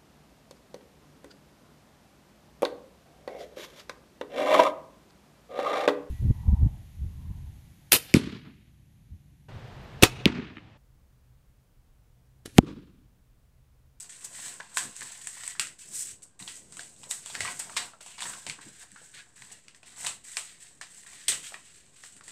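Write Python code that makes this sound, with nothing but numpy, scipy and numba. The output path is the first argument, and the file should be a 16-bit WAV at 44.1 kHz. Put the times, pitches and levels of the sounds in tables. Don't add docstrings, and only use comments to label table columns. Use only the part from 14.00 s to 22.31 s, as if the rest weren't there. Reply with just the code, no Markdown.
import sys
import numpy as np
from scipy import signal
from scipy.fft import rfft, irfft
from scipy.io import wavfile
from scipy.ndimage import uniform_filter1d
from numba import njit

SR = 44100
rng = np.random.default_rng(int(sys.argv[2]) if len(sys.argv) > 2 else 0)


def decibels_to_gain(level_db):
    exponent = np.asarray(level_db, float) / 20
    return 10 ** exponent


def log_audio(samples):
    frames = np.atleast_2d(samples).T
    limited = np.clip(frames, -1, 1)
    pcm = np.round(limited * 32767).astype(np.int16)
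    wavfile.write(sys.argv[1], SR, pcm)


N = 366471


def band(x, lo_hz, hi_hz, order=2):
    edges = [lo_hz, min(hi_hz, SR / 2.1)]
    return signal.sosfilt(signal.butter(order, edges, "bandpass", fs=SR, output="sos"), x)


def resonate(x, modes):
    for hz, width_hz, db in modes:
        peak = signal.lfilter(*signal.iirpeak(hz, hz / width_hz, fs=SR), x)
        x = x + (decibels_to_gain(db) - 1) * peak
    return x


@njit
def moving_resonance(x, hz, sharp):
    y, b, l = np.empty(len(x)), 0., 0.
    for i in range(len(x)):
        g = np.tan(np.pi * hz[i] / SR)
        v = (b + g * (x[i] - l)) / (1 + g * (g + 1 / sharp))
        b, l, y[i] = 2 * v - b, l + 2 * g * v, v / sharp
    return y


def ring_each(pushes, hz, sharp):
    pairs = zip(pushes, hz[:, 0])
    return np.array([moving_resonance(row, np.full(len(row), f), sharp) for row, f in pairs])


def unit(x):
    return x / np.sqrt(np.mean(x ** 2))


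def peak_unit(x):
    return x / np.abs(x).max(axis=1, keepdims=True)


def walk(rate):
    k = int(SR / rate)
    held = np.repeat(rng.standard_normal(N // k + 1), k)
    return unit(uniform_filter1d(held, k)[:N])


def place(times, shapes):
    out = np.zeros(N + shapes.shape[1])
    for s, shape in zip(times, shapes):
        start = int(s * SR)
        out[start:start + len(shape)] += shape
    return out[:N]


def push_times(s):
    return np.arange(768) * 1000 / SR + 0 * s


def curves(rows):
    s, *columns = np.transpose(rows)
    return [np.interp(np.arange(N) / SR, s, c) for c in columns]


def swells(rows, rest_db, shape=1.365):
    t = np.arange(0, N + 64, 64) / SR
    s, rise, fall, db = np.transpose(rows)[:, :, None]
    before = (s - t) / np.maximum(rise, .003)
    after = (t - s) / np.maximum(fall, .003)
    away = np.where(t < s, before, after)
    power = decibels_to_gain(2 * rest_db) + decibels_to_gain(2 * (db - 20 * away ** shape)).sum(axis=0)
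    return np.interp(np.arange(N) / SR, t, 10 * np.log10(power))


# f/Hz, level/dB per Hz
HOUSE_TONE = [
    (13, -6),
    (22, -12),
    (34, -8),
    (48, -2.5),
    (146, -3),
    (547, -29),
    (714, -43),
    (1200, -50),
    (1560, -48),
    (2640, -120),
]


def air():
    f = np.fft.rfftfreq(N, 1 / SR) + 1
    tone_hz, tone_db = np.transpose(HOUSE_TONE)
    db = np.interp(np.log(f), np.log(tone_hz), tone_db)
    hush = irfft(rfft(rng.standard_normal(N)) * decibels_to_gain(db), N)
    return unit(hush) * decibels_to_gain(-72 + 0.42 * walk(0.7))


# t/s, f/Hz, level/dB
ENGINE_RUN = [
    (0, 45, -95),
    (1.1, 44.6, -86),
    (1.8, 58, -74),
    (2.5, 66, -74),
    (3.1, 59.6, -87),
    (8.31, 55, -101),
]


def engine():
    hz, db = curves(ENGINE_RUN)
    return unit(moving_resonance(rng.standard_normal(N), hz, 6.0)) * decibels_to_gain(db)


# delay/ms, level/dB
WALL_ECHOES = [
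    (3.5, -17.0),
    (9.3, -19.0),
    (12.0, -18.0),
    (17.3, -20.0),
    (26.0, -22.0),
]
# f/Hz, width/Hz, level/dB
FURNITURE = [
    (705, 38, 3),
    (1020, 74, 3),
    (1336, 60, 3),
    (1610, 53, 3.5),
    (1960, 90, 6),
    (2850, 370, 3),
]


def room(x):
    low_t60_s, treble_t60_s, tail_db = .25, .26, -1.5
    step = int(.12 * SR)
    t = np.arange(int(SR / 3)) / SR
    pieces = np.pad(x, (0, -N % step)).reshape(-1, step)
    noise = rng.standard_normal((len(pieces), len(t)))
    low = band(noise, 67, 3600, order=1)
    tail = low * decibels_to_gain(-60 * t / low_t60_s) + (noise - low) * decibels_to_gain(-60 * t / treble_t60_s)
    tail = resonate(tail * (1 - np.exp(-t / 0.0011)), FURNITURE)
    tail = tail * decibels_to_gain(tail_db) / np.sqrt(np.sum(tail ** 2, axis=1, keepdims=True))
    delays_s = [ms / 1000 for ms, _ in WALL_ECHOES]
    tail = tail + place(delays_s, decibels_to_gain(np.array(WALL_ECHOES)[:, 1:]))[:len(t)]
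    starts_s = (np.arange(len(pieces)) * step + .5) / SR
    return place(starts_s, signal.fftconvolve(pieces, tail, axes=1))


# t/s (strongest), rise/s, fall/s, level/dB
PALM_DRAGS = [(.57, .5, 0.18, -62.5), (.87, 0.1, 0.08, -51), (1.02, 0.062, 0.077, -57),
              (1.6, 0.044, 0.19, -58.5), (1.87, 0.044, .5, -63), (2.41, 0.019, 0.62, -61),
              (3.05, 0.55, 0.93, -61.5), (3.42, 0.14, 0.21, -51), (3.82, 0.58, 0.16, -57.5),
              (4.28, 0.13, 0.15, -53), (4.47, 0.015, 0.085, -50), (4.67, .04, 0.14, -59),
              (6.06, 0.14, 0.19, -60), (7.29, 0.023, 0.24, -56.5), (8.31, 0.12, .1, -68)]


def palm_rumble():
    level_db = swells(PALM_DRAGS, rest_db=-69.5)
    shaking = band(rng.standard_normal(N), 92, 530)
    rumble = unit(resonate(shaking, [(140, 60, 6.2), (204, 8.7, 5.1)]))
    return decibels_to_gain(level_db + 1.5 * walk(20)) * rumble


# t/s, peak level/dB, panel f/Hz, time to die by 60 dB/s
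HAND_KNOCKS = [(1.593, -43, 193, 0.12), (2.41, -35, 189, 0.096), (3.398, -37.5, 99, 0.26),
               (0.845, -42, 253, 0.16), (3.762, -53, 272, 0.14), (4.466, -46, 149.4, 0.22),
               (4.499, -40, 140, 0.1), (4.581, -43, 292, 0.081), (4.66, -35.5, 215, 0.092),
               (7.288, -38, 397, 0.088), (7.54, -53, 400, .07), (1.4, -51.5, 100, 0.22),
               (2.11, -51, 104, 0.14), (2.769, -45, 300, .08), (4.921, -47.5, 192, 0.13),
               (5.408, -47, 131, 0.16), (8.16, -50, 269, 0.092)]


def knocks():
    s, peak_db, hz, t60 = np.transpose(HAND_KNOCKS)[:, :, None]
    t = np.arange(12000) / SR
    ring = np.sin(2 * np.pi * hz * t)
    ring = ring + 0.55 * np.sin(2 * np.pi * 0.69 * hz * t)
    ring = ring + 0.46 * np.sin(2 * np.pi * 1.46 * hz * t)
    fade = np.exp(-np.log(1000) * t / np.clip(t60, .03, .4))
    soft_start = 1 - np.exp(-t / 0.0061)
    return place(s[:, 0], decibels_to_gain(peak_db - 3.5) * ring * fade * soft_start)


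def slips(rate, spread_db, smooth):
    sizes = decibels_to_gain(spread_db * np.minimum(rng.exponential(size=N), 3))
    clicks = (rng.random(N) < rate / SR) * sizes
    smear = np.exp(-np.arange(200) / (.0012 * SR))
    return rng.standard_normal(N) * (smooth + unit(np.convolve(clicks, smear)[:N]))


# t/s (strongest), rise/s, fall/s, level/dB
FLAP_WAVES = [(0, .1, 0.1, -61), (.5, 0.53, 0.24, -55.5), (.84, 0.15, 0.081, -48),
              (1.05, 0.36, 0.37, -60.5), (1.491, 0.69, .15, -61), (1.657, 0.16, 0.14, -63),
              (2.4, .01, 0.22, -60), (2.0, 0.23, 0.14, -61.5), (2.819, .25, 0.35, -66),
              (3.11, 0.086, 0.46, -61), (3.41, 0.12, 0.089, -47), (3.485, 0.096, 0.057, -37),
              (3.7, 0.4, 0.091, -52), (3.82, .08, 0.082, -42), (4.01, 0.012, 0.28, -61),
              (4.19, .01, .1, -46), (4.252, 0.077, 0.19, -44), (4.51, 0.33, 0.24, -60),
              (4.84, .05, 0.039, -53.5), (5.145, 0.025, 0.13, -58.5), (5.43, 0.2, 0.2, -65),
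              (5.832, 0.0048, 0.06, -59), (6.05, 0.17, 0.12, -49.5), (6.397, 0.23, 0.12, -65),
              (7.07, .02, 0.24, -59.5), (7.532, 0.22, 0.063, -60), (8.31, .3, .1, -72)]
# f/Hz, width/Hz, level/dB
UNDER_SHEET = [
    (1600, 120, 14),
    (1020, 180, 8.5),
    (718, 10, 14),
]


def waving_flaps():
    level_db = swells(FLAP_WAVES, rest_db=-71.5)
    rub = band(slips(rate=130, spread_db=4.0, smooth=1.3), 450, 1410, order=3)
    return unit(resonate(rub, UNDER_SHEET)) * decibels_to_gain(level_db + walk(47) - 4.5)


# t/s (fastest), rise/s, fall/s, hiss level/dB, drag against hiss/dB
CREASE_SWEEPS = [(.235, 0.183, 0.15, -51, -16), (.449, 0.23, 0.2, -43, -5), (.84, 0.23, 0.2, -50.5, -1),
                 (1.073, 0.18, 0.25, -47, -1.5), (1.359, 0.29, 0.4, -50, -14),
                 (1.491, 0.37, 0.098, -45.5, -2.5), (2.0, 0.12, 0.1, -33.5, -14),
                 (2.57, 0.11, 0.046, -49, -9), (2.819, 0.13, 0.22, -49.5, -7),
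                 (3.109, 0.02, 0.029, -34.5, -26), (3.454, 0.4, 0.38, -43, -4),
                 (3.856, 0.31, 0.067, -47.5, -2.5), (4.252, 0.075, 0.3, -43.5, -4),
                 (4.386, 0.31, 0.15, -53.5, -4), (4.83, 0.13, 0.033, -50.5, -2),
                 (5.008, 0.132, 0.38, -55, -1), (5.476, 0.26, 0.4, -62, 1), (6.0, 0.054, 0.15, -43.5, -7),
                 (6.114, 0.21, 0.028, -49, 2), (6.397, 0.18, 0.25, -49.5, -0.5),
                 (6.993, 0.27, 0.16, -52.5, -4.5), (7.49, 0.08, 0.12, -49, -6),
                 (7.772, 0.099, 0.17, -59.5, -1), (8.065, 0.14, 0.095, -52, -3.5), (8.3, .04, .2, -61, 5)]
RIDGE_RASPS = [
    (0.25, 0.014, 0.025, -40.5, -11),
    (1.03, 0.012, 0.017, -41, -4),
    (1.12, .01, 0.019, -43.5, -10),
    (1.217, .01, .02, -44.5, -5),
    (2.236, 0.013, 0.012, -46, -12.5),
    (3.598, .012, 0.011, -31, -9),
    (3.771, .006, 0.014, -30, 6.5),
    (3.112, 0.0063, 0.0084, -27, -6),
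    (5.522, 0.0086, 0.027, -48.5, -8),
    (5.185, .06, .04, -58, 14),
]
# t/s, fall/s, hiss level/dB, drag against hiss/dB
LANDINGS = [(0, 0.09, -45, -7.5), (0.096, 0.17, -56, 2.5), (0.348, 0.18, -48, -1.5), (.6, 0.26, -65, 6.5),
            (0.747, 0.2, -44, -16), (.958, 0.085, -50, -2.5), (1.6, 0.14, -63, 9), (1.791, 0.36, -50, -5.5),
            (2.06, 0.1, -42.5, -6), (2.397, 0.35, -50, -6), (3.12, 0.11, -44, -15), (4.012, 0.27, -52.5, 0),
            (4.615, 0.36, -56.5, 1.5), (5.143, 0.12, -56.5, 10), (5.363, 0.3, -56.5, -0.5),
            (5.752, 0.044, -58, -14), (5.862, 0.16, -53.5, -1.5), (6.245, 0.32, -51.5, -3.5),
            (6.606, 0.17, -53.5, -1.5), (7.07, 0.87, -52.5, 0), (7.434, 0.11, -46, -0.5),
            (7.64, 0.15, -61, 2.5), (7.94, 0.29, -64.5, 1), (8.24, .1, -56, -2), (2.99, 0.2, -54, -10)]


def finger_level(share):
    sweeps = [(s, rise, fall, db + share * drag)
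              for s, rise, fall, db, drag in CREASE_SWEEPS + RIDGE_RASPS]
    landing_s = 0.008
    landings = [(s, landing_s, fall, db + share * drag) for s, fall, db, drag in LANDINGS]
    sweep_db = swells(sweeps, rest_db=-80)
    landing_db = swells(landings, rest_db=-80, shape=2.1)
    return 10 * np.log10(decibels_to_gain(2 * sweep_db) + decibels_to_gain(2 * landing_db))


def skin_hiss():
    level_db = finger_level(0)
    hiss = band(slips(rate=400, spread_db=2.2, smooth=2.6), 4500, 20000, order=3)
    brighter_db = np.clip(0.17 * (level_db + 58), -5, 5)
    hiss = hiss + (decibels_to_gain(brighter_db) - 1) * band(hiss, 9100, 16000)
    return unit(hiss) * decibels_to_gain(level_db - 6.5)


# t/s, f/Hz, strength level/dB
AIR_POCKET = [(0, 2280, -36), (.3, 1880, 6), (.7, 1650, -2.5), (1.5, 1900, 0), (1.9, 2830, -15),
              (2.7, 1970, -6), (3.2, 2960, -19), (3.45, 1980, 4), (3.8, 2440, -19), (4.1, 2950, 1),
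              (4.3, 1600, -1), (4.95, 1620, 6.5), (5.25, 1600, 10.5), (5.8, 2040, -7), (6.7, 1800, -4),
              (7.27, 1870, 1), (7.45, 3130, -2), (8.31, 1750, -23)]


def sheet_drag():
    level_db = finger_level(1.0)
    pocket_hz, pocket_db = curves(AIR_POCKET)
    drag = band(slips(rate=210, spread_db=6.0, smooth=3.7), 1460, 4360, order=3)
    pocket = decibels_to_gain(pocket_db) * moving_resonance(drag, pocket_hz, 7.2)
    sheet = (drag + pocket) / np.sqrt(1 + 0.14 * decibels_to_gain(2 * pocket_db))
    return unit(sheet) * decibels_to_gain(level_db + walk(37) - 4.0)


def sliding():
    catch_db = 1.18 * walk(30) + 1.08 * walk(140)
    return decibels_to_gain(catch_db) * (skin_hiss() + sheet_drag() + waving_flaps())


# t/s, peak level/dB, f/Hz
FLAP_THUDS = [(0.313, -50.5, 606), (0.6, -35.5, 960), (0.77, -24.5, 1020), (1.018, -39.5, 1020),
              (1.106, -48, 853), (1.271, -44.5, 1000), (1.37, -48, 1090), (1.434, -43.5, 1130),
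              (1.551, -45, 1250), (1.597, -32, 1330), (1.624, -47, 1035), (2.399, -48, 1240),
              (2.476, -44, 1000), (2.769, -46, 1210), (2.793, -46, 720), (3.033, -45, 1020),
              (3.068, -48, 587), (3.111, -40, 1250), (3.26, -45.5, 993), (3.3, -41, 1160),
              (3.351, -43, 896), (3.376, -49, 1090), (3.406, -34, 754), (3.45, -27.5, 1150),
              (3.597, -38.5, 910), (3.671, -44, 888), (3.695, -38, 1160), (3.766, -25.5, 1020),
              (3.885, -47, 996), (3.933, -44.5, 712), (4.008, -50, 595), (4.062, -43, 910),
              (4.181, -41, 985), (4.221, -33.5, 990), (4.255, -38.5, 1040), (4.369, -46, 999),
              (4.465, -37, 900), (4.587, -44.5, 1010), (4.959, -43.5, 1290), (5.015, -50, 592),
              (5.42, -49, 1030), (5.513, -51.5, 748), (5.831, -51, 705), (6.046, -41, 1070),
              (6.067, -29, 1210), (6.369, -31, 1330), (6.812, -39, 1140), (7.048, -56, 1180),
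              (7.282, -45, 690), (7.52, -40.5, 735), (7.542, -37.5, 1160), (8.036, -48, 1090),
              (8.209, -45.5, 1230), (8.279, -49, 1210)]


def thuds():
    s, peak_db, hz = np.transpose(FLAP_THUDS)[:, :, None]
    ms = push_times(s)
    burst = rng.standard_normal(ms.shape) * np.exp(-(ms / 2.5) ** 2)
    click = 1. * (ms == 0)
    out = []
    for push, db in ((burst, 0.5), (click, 1.5)):
        ring = ring_each(band(push, 260, 1400), hz, sharp=3)
        out.append(place(s[:, 0], decibels_to_gain(peak_db + db) * peak_unit(ring)))
    return np.array(out)


def snap(push, ringing, sheet_db, crisp_db, flap_db, hz):
    body = band(push, 1200, 5000, order=3)
    ring = ring_each(body, hz, sharp=7.0)
    sheet = ringing * ring + decibels_to_gain(np.clip(crisp_db - sheet_db, -26, 0)) * body
    top = band(push, 4700, 14500)
    top_db = np.clip(0.25 * (crisp_db + 10), -12, 3)
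    top = top + (decibels_to_gain(top_db) - 1) * band(top, 10100, 17000)
    flap = band(push, 720, 1500)
    crisp_part = decibels_to_gain(crisp_db - 8.5) * peak_unit(top)
    sheet_part = decibels_to_gain(sheet_db - 2.72) * peak_unit(sheet)
    return crisp_part + sheet_part + decibels_to_gain(flap_db - 9.0) * peak_unit(flap)


POPS = [(0.771, -13.5, -9.5, 1580, 0.8), (0.3307, -49, -57, 4160, 8), (0.601, -30, -56, 1600, -7.5),
        (1.551, -41, -60, 1700, 5), (2.7695, -36, -30.5, 2960, 2), (3.4553, -26.5, -38, 1920, 4),
        (3.477, -25.5, -48, 2340, -4), (3.5990, -31, -28, 1900, 6.5), (3.697, -36, -65, 1160, -14),
        (3.759, -46, -51, 1970, 17), (3.935, -42.5, -71, 1310, -6), (4.007, -42.5, -49, 1410, -7),
        (4.062, -39, -34.5, 2470, 4.5), (4.181, -38, -41, 2140, 10), (4.2057, -28, -26, 1690, 4),
        (4.255, -32, -52, 1750, 1.5), (4.961, -40.5, -66, 1500, -0.5), (5.8306, -41, -46, 2660, 2),
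        (7.064, -41, -73, 1840, -3), (7.522, -40, -42, 1270, -6), (7.5417, -27.5, -47, 1890, -8),
        (8.2097, -40.5, -49, 1750, -5), (8.0365, -34.5, -40, 1790, 0.5)]
SHEET_CRACKS = [(0.2442, -42, -41, 4830, 4), (0.094, -56, -39.5, 4480, 10), (1.2716, -26, -17.5, 1760, -3),
                (1.4359, -30.5, -32, 2120, -2.5), (2.2213, -51, -42, 4470, 5),
                (2.2302, -51, -39.5, 4500, 0), (2.4, -37, -37.5, 1930, 3.5),
                (2.7934, -27.5, -28.5, 1590, -1), (3.1113, -20.5, -13.5, 3830, -1.5),
                (3.26, -30.5, -27.5, 3320, 0), (3.3002, -33.5, -46, 3460, 4),
                (3.3512, -21.5, -36, 1710, -2.5), (3.406, -18.5, -21, 2040, 2.5),
                (3.7658, -21, -23.5, 2160, 7), (4.1914, -33, -41.5, 3040, 2), (4.2222, -23, -27, 3640, 1),
                (4.3363, -31.5, -49, 1380, -0.5), (4.5878, -41.5, -68, 1610, -2),
                (6.067, -19, -14, 2750, 1), (6.3692, -15.5, -12.5, 2350, -2), (6.8124, -27, -29, 1790, 2),
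                (7.2819, -13, -6, 3530, 5), (4.907, -46.5, -54.5, 1600, -1.5),
                (8.123, -47.5, -41, 3030, 4.5), (8.2797, -36, -32, 1920, 3.5)]
CREASE_TICKS = [(0.209, -46, -43.5, 2700, 9), (0.9643, -39, -28, 4260, 2), (1.0088, -30.5, -27, 1820, -2),
                (1.024, -32.5, -53, 1690, -17), (1.214, -43, -46, 4320, 3), (1.4773, -27.5, -19, 2150, -6),
                (1.596, -11.5, -8, 2620, -1), (1.67, -33, -29.5, 1960, 1), (2.4253, -35, -57, 3830, -8),
                (2.477, -28.5, -30, 3330, 5.5), (2.723, -40.5, -35, 4780, 3), (3.0391, -36, -37, 3930, -4),
                (4.466, -26, -28, 2500, 3.5), (4.4973, -24, -26.5, 2380, 1.5),
                (4.917, -44.5, -38.5, 1866, -2), (5.421, -36.5, -38, 1880, 0), (5.516, -43, -44, 2850, 7),
                (5.6825, -36, -39.5, 2680, -2), (5.747, -41.5, -48, 1880, -2), (6.0476, -26, -23, 1920, 2),
                (6.283, -42, -38, 1850, 5), (6.317, -44, -36, 2080, 7.5), (7.3199, -18.5, -23, 2920, 0.5),
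                (8.1653, -42.5, -36.5, 1850, 1)]
FURTHER_TICKS = [(0.1022, -57, -40, 3550, 3), (0.4945, -40, -40, 2980, 6), (0.606, -29, -55, 1660, -18),
                 (0.7527, -52, -40, 4500, 3), (0.992, -44, -41, 2510, -3), (1.2433, -41, -33, 2300, 4),
                 (1.0176, -32.5, -36, 1850, -6), (1.7933, -56, -51, 2990, 0), (2.3925, -45, -38, 3520, 0),
                 (0.7828, -24, -16, 3400, -3), (2.808, -37, -34, 4000, 0), (2.832, -43, -34.5, 4500, -3),
                 (2.963, -50, -46, 3500, 2), (3.033, -37.5, -37, 2520, -2), (3.346, -33.5, -47, 2000, 3),
                 (3.449, -35, -26, 4600, -5), (3.7700, -19, -21, 3780, 3.5), (4.3330, -37, -50, 1700, -5),
                 (4.2300, -26, -33, 3600, -4), (4.2398, -34, -30, 3650, -6), (4.2188, -30, -31, 3850, -4),
                 (4.5068, -36, -35, 2800, -4), (4.5138, -38, -33, 3180, -1), (4.489, -43, -30, 2500, -2),
                 (4.7503, -52, -50, 2500, -5), (5.1477, -48, -43, 1650, 0), (3.462, -28, -31, 2250, -4),
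                 (3.4998, -38, -42, 2100, -9), (5.9609, -45, -42, 3000, 6), (6.063, -24.5, -31, 3800, 4),
                 (6.24, -55, -53, 3000, 0), (6.6067, -60, -44, 3000, 0), (7.1330, -41, -42, 2300, -3),
                 (7.2897, -20.5, -19, 3180, -4), (7.543, -33.5, -50, 2580, -5), (7.961, -50, -49, 2500, 7),
                 (8.2387, -56, -52, 2500, 0)]


def snaps():
    rows = POPS + SHEET_CRACKS + CREASE_TICKS + FURTHER_TICKS
    s, sheet_db, crisp_db, hz, room_db = np.transpose(rows)[:, :, None]
    counts = [len(POPS), len(SHEET_CRACKS), len(CREASE_TICKS + FURTHER_TICKS)]
    flap_db = sheet_db + np.repeat([-17, -13, -25.5], counts)[:, None]
    colour = crisp_db, flap_db, hz
    ms = push_times(s)
    burst = rng.standard_normal(ms.shape) * np.exp(-(ms / 1.71) ** 2)
    click = 1. * (ms == 0)
    near = snap(burst, 2.06, sheet_db + 2, *colour)
    far = snap(click, 0.75, sheet_db - 2, *colour) * decibels_to_gain(room_db + 8.5)
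    return np.array([place(s[:, 0], near), place(s[:, 0], far)])


def scene():
    background = air() + engine()
    table = palm_rumble() + knocks()
    rub = sliding()
    near, far = snaps() + thuds()
    paper = rub + near + room(decibels_to_gain(-6.5) * rub + far)
    return (paper + table + background)[None]


def band_limit(x):
    return signal.sosfilt(signal.butter(12, 16400, fs=SR, output="sos"), x)


# f/Hz, width/Hz, level/dB
MIC_PORT = [
    (8067, 1133, 23),
    (3900, 5340, -3),
    (10820, 6400, -6.5),
    (15900, 980, 2),
]


def record(dry):
    ringing = resonate(dry, MIC_PORT)
    soft = signal.sosfilt(signal.butter(2, 9000, fs=SR, output="sos"), ringing)
    soft = soft + decibels_to_gain(-87.0) * band(rng.standard_normal(N), 1000, 18000, order=1)
    soft = signal.sosfilt(signal.ellip(8, .2, 60, 15480, fs=SR, output="sos"), soft)
    return band_limit(soft - .0006)


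dry = scene()
out = record(dry)
log_audio(out)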